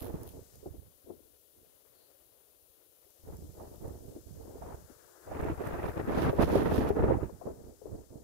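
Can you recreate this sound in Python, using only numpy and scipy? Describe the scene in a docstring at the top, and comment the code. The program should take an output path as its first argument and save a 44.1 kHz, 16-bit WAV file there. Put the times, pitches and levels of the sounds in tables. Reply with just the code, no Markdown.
"""Gusts of a snowstorm buffet the two ports of a phone microphone beside a road, with lulls between.
Noise bands flutter and rumble apart in each port; hard gusts tear into hiss, and direct hits knock and thump.
Short bursts of high noise are snow grains on the case: a fine patter in flurries, and single larger ticks.
Behind lie quieter coloured noises: wavering far wind and traffic, sifting snow, microphone hiss, and tyres
that swell and fade. One faint, thin swish crosses the long lull."""
import sys
import numpy as np
from scipy import signal
from scipy.fft import rfft, irfft, next_fast_len
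from scipy.io import wavfile
from scipy.ndimage import uniform_filter1d

SR = 44100
rng = np.random.default_rng(int(sys.argv[2]) if len(sys.argv) > 2 else 0)


def to_wav(sig):
    """Store sig (one row per channel, or 1-D mono) as 16-bit WAV at the path in sys.argv[1].

    Samples outside -1..1 are clipped; the rate is SR.
    """
    pcm = np.clip(np.atleast_2d(sig), -1, 1) * 32767
    pcm = np.round(pcm).astype(np.int16)
    wavfile.write(sys.argv[1], SR, pcm.T)  # frames by channels


N = 362943
T = np.arange(N) / SR


def from_db(db):
    """Decibels to gain."""
    return np.exp(np.asarray(db) * np.log(10) / 20)


def to_db(gain):
    """Gain to decibels."""
    return 20 * np.log10(gain + 1e-6)


def rms_one(x):
    """Scale each channel to rms 1."""
    return x / np.sqrt(np.mean(x ** 2, axis=-1, keepdims=True) + 1e-20)


def level_over_time(rows):
    """Join (time, level) rows by straight lines."""
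    s, db = np.transpose(rows)
    return np.interp(T, s, db)


def at_hz(spectrum, hz):
    """Read a spectrum on a log-frequency axis."""
    points_hz, points_db = np.transpose(spectrum)
    return np.interp(np.log(hz), np.log(points_hz), points_db)


def panned(balance_db):
    """Left and right gains of constant total power; positive leans left."""
    gains = from_db(np.array([[.5], [-.5]]) * balance_db)
    return gains / np.sqrt(np.mean(gains ** 2, axis=0))


def drift(corner_hz):
    """Smooth chance with spread 1, unrelated at the two ports: noise through two equal low-pass stages."""
    step, settling = 40, 2000   # drawn at every 40th sample; the filter's start is dropped
    r = np.exp(-2 * np.pi * corner_hz * step / SR)
    chance = rng.standard_normal((2, N // step + 2 + settling))
    slow = rms_one(signal.lfilter([1], [1, -2 * r, r * r], chance)[:, settling:])
    return np.array([np.interp(np.arange(N) / step, np.arange(len(c)), c) for c in slow])


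def coloured(x, spectrum):
    """Give a signal a smooth spectrum that falls away towards and beyond its ends; rms 1."""
    size = next_fast_len(N)
    hz = np.maximum(np.arange(size // 2 + 1) * SR / size, 1)
    low_end = 1 / (1 + (spectrum[0][0] / hz) ** 4)
    high_end = 1 / (1 + (hz / (2 * spectrum[-1][0])) ** 6)
    gain = from_db(at_hz(spectrum, hz)) * low_end * high_end
    return rms_one(irfft(rfft(x, size) * gain, size)[:, :N])


def noise(spectrum):
    """Coloured noise, unrelated in the two channels."""
    return coloured(rng.standard_normal((2, N)), spectrum)


def evened(x, size):
    """Take the slow swings out of a noise by dividing by its running rms over size samples."""
    return x / np.sqrt(np.maximum(uniform_filter1d(x ** 2, size, axis=-1), 1e-12))


def band_passed(x, order, low_hz, high_hz):
    """Keep one band of a signal."""
    return signal.sosfilt(signal.butter(order, [low_hz, high_hz], "band", fs=SR, output="sos"), x)


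def gust_shape(start, hold, force_db, swell_db):
    """A gust announces itself, rises, swells or sags, and drops into its wake; hard ones are cut cleaner."""
    attack_s, release_s = .018, 0.032   # the release is shorter in hard gusts
    lead_db, lead_s = -8.5, .02   # the first eddies run ahead of a gust
    wake_db, wake_s = -11, 0.11   # a weaker trail of eddies follows it
    # lead and wake lose 0.22 dB for each dB by which the gust exceeds -45 dB
    clean_db = 0.22 * max(force_db + 45, 0)
    age, after = np.maximum(T - start, 0), np.maximum(T - start - hold, 0)
    lead = from_db(lead_db - clean_db) * np.exp(np.minimum(T - start, 0) / lead_s)
    attack = np.maximum(1 - np.exp(-(age / attack_s) ** 2), lead)
    drop = np.exp(-after / (release_s * from_db(-clean_db)))
    wake = from_db(wake_db - clean_db) * np.exp(-after / wake_s)
    grown_db = swell_db * (np.minimum(age / hold, 1) - .5)
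    return attack * np.maximum(drop, wake) * from_db(grown_db) + 1e-9, grown_db


def flow():
    """Gust powers add over a faint breeze: force, treble edge, eddy pitch, share of each port and slow push."""
    # gusts at the ports, levels before trims and drifts: (start [s], hold [s], force [dB],
    # swell over the hold [dB], edge: 900-2500 Hz against force, before swell [dB], eddy pitch [Hz],
    # left-right balance [dB], rumble [dB], rumble left-right balance [dB])
    gusts = [(-0.005, 0.27, -47, -6.5, -14, 344, -3.5, -49.5, -8),
             (0.352, 0.055, -49, -17.5, -23, 370, 0, -53, -9),
             (0.527, 0.03, -64, -4, -44, 380, 5, -58, -28), (0.635, 0.03, -52.5, 5, -35, 385, 2, -54, -13),
             (0.71, 0.13, -62, -11, -35, 368, 5, -55.5, -28),
             (1.048, 0.058, -52.5, 10.5, -38, 390, 10, -60.5, -24),
             (1.546, 0.046, -66.5, 1, -33, 320, 0, -71, -16), (3.257, 0.1, -51.5, -2, -15, 384, -1, -47, 1),
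             (3.377, 0.12, -57.5, -5, -23, 300, -1, -52, -10),
             (3.554, .21, -52.5, -6, -17, 524, -2.5, -55, 7),
             (3.813, 0.18, -50, -9, -17.5, 413, -0.5, -49.5, -3),
             (4.023, 0.15, -52, -5, -27, 387, -2.5, -56.5, -15),
             (4.22, 0.19, -59.5, 3, -40, 330, -1, -55, -12),
             (4.372, 0.2, -53, 6.5, -19.5, 462, 0, -59.5, 4.5),
             (4.59, 0.14, -48.5, -1, -12.5, 613, 0, -53.5, 2),
             (4.767, .055, -60.5, -11, -16, 400, 13, -57, -6),
             (5.272, 0.23, -42.5, 10, -9.5, 425, -1.5, -44.5, 1.5),
             (5.578, 0.31, -41, 4, -8.5, 456, -3, -45.5, 6.5),
             (5.942, 0.057, -38.5, 4.5, -10, 415, 2, -43, 2), (6.054, 0.23, -33, 6.5, -10, 370, -2, -40, 2),
             (6.369, 0.057, -25.5, 3.5, -12, 378, -5, -31.5, -1),
             (6.465, 0.44, -31.5, -5, -11.5, 363, -4, -37.5, 2.5),
             (6.944, 0.2, -30, 0, -14, 364, -1, -35, -12.5),
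             (7.213, 0.057, -43.5, -19.5, -11, 380, 3, -42, -20),
             (7.441, 0.051, -40, 2.5, -21, 440, 1.5, -51.5, -2),
             (7.548, .16, -54.5, 0.5, -23.5, 373, 2, -57.5, -22),
             (7.849, 0.16, -50.5, -3.5, -21, 350, -0.5, -54, -22),
             (8.11, 0.095, -50.5, -8, -25.5, 325, -1, -52.5, -15)]
    edge_per_swell = 0.083   # dB of edge gained for each dB by which a gust swells
    rumble_follows = 0.87   # share of the gust's swing in dB that the rumble follows
    # between gusts a breeze remains, with an edge of -23 dB and an eddy pitch of 400 Hz
    breeze_db, breeze_rumble_db, breeze_rumble_balance_db = -81, -84, -21
    breeze = from_db(breeze_db) ** 2
    power, edge, pitch = breeze, breeze * -23, breeze * 400
    push = (from_db(breeze_rumble_db) * panned(breeze_rumble_balance_db)) ** 2
    for start, hold, force_db, swell_db, edge_db, hz, balance_db, rumble_db, rumble_balance_db in gusts:
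        shape, grown_db = gust_shape(start, hold, force_db, swell_db)
        gust = (shape * from_db(force_db)) ** 2
        power = power + gust * panned(balance_db) ** 2
        edge = edge + gust * (edge_db + edge_per_swell * grown_db)
        pitch = pitch + gust * hz
        full_push = from_db(rumble_db) * panned(rumble_balance_db)
        push = push + shape ** (2 * rumble_follows) * full_push ** 2
    total = power.mean(axis=0)
    return to_db(np.sqrt(total)), edge / total, pitch / total, np.sqrt(power / total), np.sqrt(push)


def surges(per_s=90, fade_s=0.015):
    """Small eddies strike at random, each rising in about 2 ms and fading slowly, around a running mean."""
    strikes = (rng.random((2, N)) < per_s / SR) * rng.uniform(0.43, 1, (2, N))
    push = signal.lfilter([1], [1, -np.exp(-1 / (fade_s * SR))], strikes + 1e-18)
    push = uniform_filter1d(push, size=90, axis=-1)
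    swings = push - uniform_filter1d(push, size=2200, axis=-1)
    return np.clip(rms_one(swings), -2.5, 1.4)


def flutter(force_db, edge_db, pitch_hz):
    """Eddies of all sizes, strongest near one pitch; a higher edge means smaller ones and tilts the treble up."""
    # colour of wind in the ports: (frequency [Hz], level [dB per Hz])
    port = [(140, 3.5), (200, 4), (280, 2), (390, 1.5), (550, -2.5), (780, -4.5), (1100, -10.5),
            (1550, -16.5), (2200, -25.5), (3100, -38), (4400, -41), (6200, -97)]
    knee_hz, usual_edge_db, tilt = 520, -13, 1.0   # tilt: dB per octave for each dB of edge
    hump_db, hump_octaves, patchy_db = 5, 0.68, 2.5
    full_db, thinning = -33, 0.77   # below this force the bass thins out
    white = rng.standard_normal((2, 2, N))   # neighbouring bands take different noises
    edges = 120 * 2 ** np.arange(0, 6.6, .5)   # half-octave bands
    slope_db = tilt * (np.clip(edge_db, -32, -6) - usual_edge_db)   # per octave
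    # in light wind the phone thins the bass, most on the left
    thin_db = thinning * np.minimum(force_db - full_db, 0) * [[2], [.5]]
    out, body_power = 0, 0
    for k, (low, high) in enumerate(zip(edges, edges[1:])):
        hz = np.sqrt(low * high)
        band = evened(band_passed(white[k % 2], 3, low, high), size=2600)
        hump = np.exp(-(np.log2(hz / pitch_hz) / hump_octaves) ** 2)
        tilt_db = slope_db * np.clip(np.log2(hz / knee_hz), 0, 2.2)
        gain = from_db(at_hz(port, hz) + hump_db * hump + tilt_db) * np.sqrt(high - low)
        shade_db = thin_db if hz < 240 else 0
        out = out + gain * band * from_db(shade_db + patchy_db * drift(70))
        if 180 < hz < 850:   # the force is the level of this body
            body_power = body_power + gain ** 2
    return from_db(force_db) * out / np.sqrt(body_power)


def rumble(push, churn, trim_db=2.5, churn_db=4.5, lumpy_db=3.0, lag_s=0.011):
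    """Large eddies push on each port as slow lumps of pressure that trail the gust."""
    # colour of the pressure lumps: (frequency [Hz], level [dB per Hz])
    spectrum = [(16, -30), (40, -6), (65, 4.5), (100, -1.5), (150, -8), (210, -10.5), (300, -37)]
    keep = np.exp(-1 / (lag_s * SR))
    trailing = signal.lfilter([1 - keep], [1, -keep], push)
    lumps = from_db(trim_db + lumpy_db * drift(21) + churn_db * churn)
    return trailing * lumps * evened(noise(spectrum), size=3000)


def far_murmur(side_db=8, waver_db=2.0):
    """Far wind and traffic blur into a wavering noise, stronger on the left."""
    # the distance: (time [s], level before waver [dB])
    levels = [(0, -62.5), (1.3, -73), (1.7, -69.5), (2.3, -69), (2.7, -72.5), (3.2, -70), (5, -66),
              (8.23, -70)]
    # its colour: (frequency [Hz], level [dB per Hz])
    spectrum = [(25, -18), (65, -10), (130, -12), (200, -18), (300, -6), (420, 0), (550, 0), (780, -11),
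                (1400, -15), (2300, -20.5), (4000, -24), (8000, -34)]
    level_db = level_over_time(levels) + waver_db * drift(29)
    return from_db(level_db) * panned(side_db) * noise(spectrum)


def sifting_snow(trim_db=-10.0, side_db=22):
    """Snow sifting over the ground makes a bright noise of changing level, nearly all on the left."""
    # the sifting: (time [s], level before trim [dB])
    levels = [(0, -59), (.55, -55.5), (.8, -64.5), (2.9, -66), (3.4, -56.5), (5.2, -56), (8.23, -58.5)]
    # its colour: (frequency [Hz], level [dB per Hz])
    spectrum = [(2400, -20), (3400, -10), (4800, -3), (6800, 0), (8500, -2), (11000, -8), (16000, -13)]
    return from_db(level_over_time(levels) + trim_db) * panned(side_db) * noise(spectrum)


def microphone_hiss(trim_db=-3.0, side_db=14):
    """The microphone's own high noise, stronger on the left."""
    # the hiss: (time [s], level before trim [dB])
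    levels = [(0, -59), (3, -59.5), (6.7, -60.5), (7.1, -62.5), (8.23, -65.5)]
    # its colour: (frequency [Hz], level [dB per Hz])
    spectrum = [(1700, -20), (2300, -15), (3000, -8), (4200, -9), (5500, -13), (8400, -11), (9800, -1),
                (12000, 0), (16000, -.5)]
    return from_db(level_over_time(levels) + trim_db) * panned(side_db) * noise(spectrum)


def ticks(trim_db=-1, low_hz=7500, fade_s=.0011):
    """A larger grain shatters on the case: high-passed noise that fades in a millisecond or two."""
    # larger grains: (time [s], peak before trim and high-pass [dB])
    grains = [(0.03, -40), (0.233, -37.5), (0.2838, -49), (0.2904, -46), (0.5564, -43), (1.1764, -56),
              (3.105, -48), (3.369, -40.5), (3.8807, -43), (5.4126, -42), (5.4244, -49), (5.444, -43),
              (5.655, -46), (5.672, -38), (6.2517, -52), (6.4892, -38), (6.556, -51), (6.711, -41)]
    crush, age = np.zeros((2, N)), T[:SR // 100]
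    for (s, peak_db), side_db in zip(grains, rng.normal(0, 4.4, len(grains))):
        at = int(s * SR)
        crush[:, at:at + len(age)] += from_db(peak_db + trim_db) * panned(side_db) * np.exp(-age / fade_s)
    high_pass = signal.butter(2, low_hz, "high", fs=SR, output="sos")
    return signal.sosfilt(high_pass, crush * rng.standard_normal((2, N)) + 1e-18)


def flurries():
    """Level of the driven snow in dB: each flurry thickens to a peak and thins out again."""
    # snow driven against the case: (peak time [s], fade to either side [s], level before trim [dB])
    rows = [(0.03, 0.064, -48), (0.285, 0.034, -51), (3.7, 0.78, -65.5), (5.665, 0.056, -57),
            (5.869, 0.13, -59), (6.225, 0.084, -52), (6.427, 0.019, -45), (6.559, 0.083, -50.5),
            (6.77, 0.063, -50.5), (6.89, 0.01, -50.5)]
    power = sum((from_db(db) * np.exp(-np.abs(T - s) / fade_s)) ** 2 for s, fade_s, db in rows)
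    return to_db(np.sqrt(power))


def snow_grains(spray_db, trim_db=-2, grains_per_s=1100):
    """Fine ice grains patter on the case in clumps: random impulses of many sizes, coloured bright."""
    # colour of a grain on the case: (frequency [Hz], level [dB per Hz])
    spectrum = [(3000, 0), (6000, -13), (8300, -18), (9800, -2.5), (12500, 1.5), (16000, -4)]
    sizes = from_db(4.5 * np.minimum(rng.exponential(1, (2, N)), 3.5)) * rng.choice([-1, 1], (2, N))
    born = rng.random((2, N)) < grains_per_s / SR
    clumps = from_db(4 * drift(90))
    return from_db(spray_db + trim_db) * coloured(sizes * born * clumps, spectrum)


def buffets(knock_trim_db=-4.5, thump_trim_db=-1):
    """A direct hit swells in milliseconds: a hollow knock in the port over one deep swing of pressure."""
    # eddies that hit a port squarely, levels before trims:
    # (time [s], knock [dB], left-right balance [dB], pitch [Hz], thump [dB])
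    hits = [(0.039, -35, -7, 412, -37), (0.09, -30.5, -13, 425, -33), (0.138, -30, 16, 284, -29),
            (0.627, -37.5, -11, 397, -48), (0.657, -29, 2, 358, -49), (0.738, -38.5, 16, 355, -61),
            (1.098, -31, 15, 378, -65), (1.265, -57.5, 3, 336, -73), (3.059, -53, 20, 425, -80),
            (3.283, -35.5, 1, 375, -42), (3.44, -40, 4, 280, -39), (3.596, -37, -19, 650, -42),
            (3.815, -37, -5, 300, -48), (3.847, -35, -8, 317, -50), (4.159, -32.5, 2, 317, -56),
            (4.405, -38, -8, 446, -58), (4.617, -34.5, -6, 646, -59), (4.895, -41.5, 29, 338, -75),
            (5.272, -35, 2, 590, -49), (5.312, -28.5, -10, 580, -53), (5.448, -25, -4, 380, -42),
            (5.496, -23, -1, 320, -29), (5.604, -25, -8, 397, -47), (5.995, -31, -15, 397, -31),
            (6.075, -23.5, -2, 242, -30), (6.326, -20, 7, 393, -44), (6.383, -21, -2, 456, -32),
            (6.486, -34, 10, 352, -36), (6.526, -17, -8, 347, -32), (6.552, -11.5, -2.5, 400, -27),
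            (6.715, -24, 0, 337, -34), (6.779, -14, 3, 272, -18), (6.901, -16.5, 21, 427, -22),
            (6.965, -19.5, 0, 345, -38), (7.002, -40, -4, 334, -15), (7.035, -26, -6, 328, -14),
            (7.104, -14, -6, 490, -30), (7.182, -29, 15, 477, -50), (7.224, -23, -10, 378, -38),
            (7.292, -33, 31, 450, -58), (7.410, -33.5, 35, 620, -58), (7.468, -26, 15, 410, -52),
            (7.675, -47, 2, 470, -60), (7.814, -36.5, 23, 436, -59), (7.852, -30.5, 38, 413, -54),
            (7.938, -32, 1, 286, -32)]
    sharpness, reach = 6.0, 1.95   # Q of the hollow; band edges as a ratio to its pitch
    middle_thump_hz, fade_s = 70, 0.014
    # a knock of -20.5 dB has this rise; one 28 dB weaker takes twice as long
    hard_db, hard_rise_s, rise_doubles_db = -20.5, 0.0026, 28
    out, age = np.zeros((2, N)), T[:SR // 5]
    for s, peak_db, balance_db, hz, deep_db in hits:
        white = rng.standard_normal((2, len(age)))
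        hollow = signal.lfilter(*signal.iirpeak(hz, sharpness, fs=SR), white)
        hollow = evened(band_passed(hollow, 3, hz / reach, hz * reach), size=500)
        knock = from_db(peak_db + knock_trim_db) * panned(balance_db) * hollow
        thump_hz = middle_thump_hz * rng.uniform(.6, 1.4, (2, 1))
        swing = np.sin(2 * np.pi * thump_hz * age) * rng.choice([-1, 1], (2, 1))
        thump = from_db(deep_db + thump_trim_db) * swing
        rise_s = hard_rise_s * 2 ** ((hard_db - peak_db) / rise_doubles_db)
        swell = (1 - np.exp(-(age / rise_s) ** 2)) * np.exp(-age / fade_s)
        at = int(s * SR)
        out[:, at:at + len(age)] += (swell * (knock + thump))[:, :N - at]
    return out


def thin_swish(at_s=2.02, length_s=0.082, level_db=-74, low_hz=4050, high_hz=4600):
    """A faint, thin swish in the long lull: a narrow band of noise that swells and fades."""
    band = rms_one(band_passed(rng.standard_normal((2, N)), 2, low_hz, high_hz))
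    return from_db(level_db) * np.exp(-((T - at_s) / length_s) ** 2) * band


def tyres_on_snow(side_db=10, waver_db=2.0):
    """Cars roll past over packed snow: tyre noise grows as they near and fades as they leave."""
    # colour of the tread: (frequency [Hz], level [dB per Hz])
    spectrum = [(240, -20), (330, 6), (480, 1), (700, -3.5), (950, -6.5), (1250, -5), (1650, -5),
                (2100, -19), (3500, -60)]
    nearest_s, nearest_db = 6.04, -52.5   # level before waver
    passing_s, fade_db_per_s = 0.87, 23.5   # time to pass; rate of fading far off
    beyond_s = np.hypot(T - nearest_s, passing_s) - passing_s
    level_db = nearest_db - fade_db_per_s * beyond_s
    return from_db(level_db + waver_db * drift(13)) * panned(side_db) * noise(spectrum)


def tearing(force_db, churn, spray_db, onset_db=-35, growth=1.9):
    """Hard flow tears into a ragged hiss at the rim of the port; below the onset it falls off steeply."""
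    # colour of torn air: (frequency [Hz], level [dB per Hz])
    spectrum = [(1200, -20), (2200, -6), (3200, -4), (4500, -8), (6000, -11.5), (8200, -19.5), (10000, -11),
                (15000, -40)]
    shortfall_db = np.minimum(uniform_filter1d(force_db, size=3500) - onset_db, 0)
    ragged_db = 2.2 * churn + 3.2 * drift(500)
    return from_db(spray_db + growth * shortfall_db + ragged_db) * noise(spectrum)


def scene(wind_db=0.55, churn_db=3.0, waver_db=0.8):
    """One flow drives flutter, rumble and tearing; each port feels its own eddies."""
    force_db, edge_db, pitch_hz, share, push = flow()
    force_db = force_db + waver_db * drift(13.6)[0]
    spray_db, churn = flurries(), surges()
    wind = share * flutter(force_db + wind_db + churn_db * churn, edge_db, pitch_hz)
    wind = wind + rumble(push, churn) + buffets() + tearing(force_db, churn, spray_db)
    snow = snow_grains(spray_db) + ticks()
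    background = far_murmur() + sifting_snow() + microphone_hiss() + tyres_on_snow()
    return wind + snow + background + thin_swish()


def record(dry, ceiling=1.0, cutoff_hz=15600):
    """The hardest blows are rounded off and the top is cut steeply."""
    rounded = ceiling * np.tanh(dry / ceiling)
    return signal.sosfilt(signal.ellip(12, .1, 80, cutoff_hz, fs=SR, output="sos"), rounded)


dry = scene()
out = record(dry)
to_wav(out)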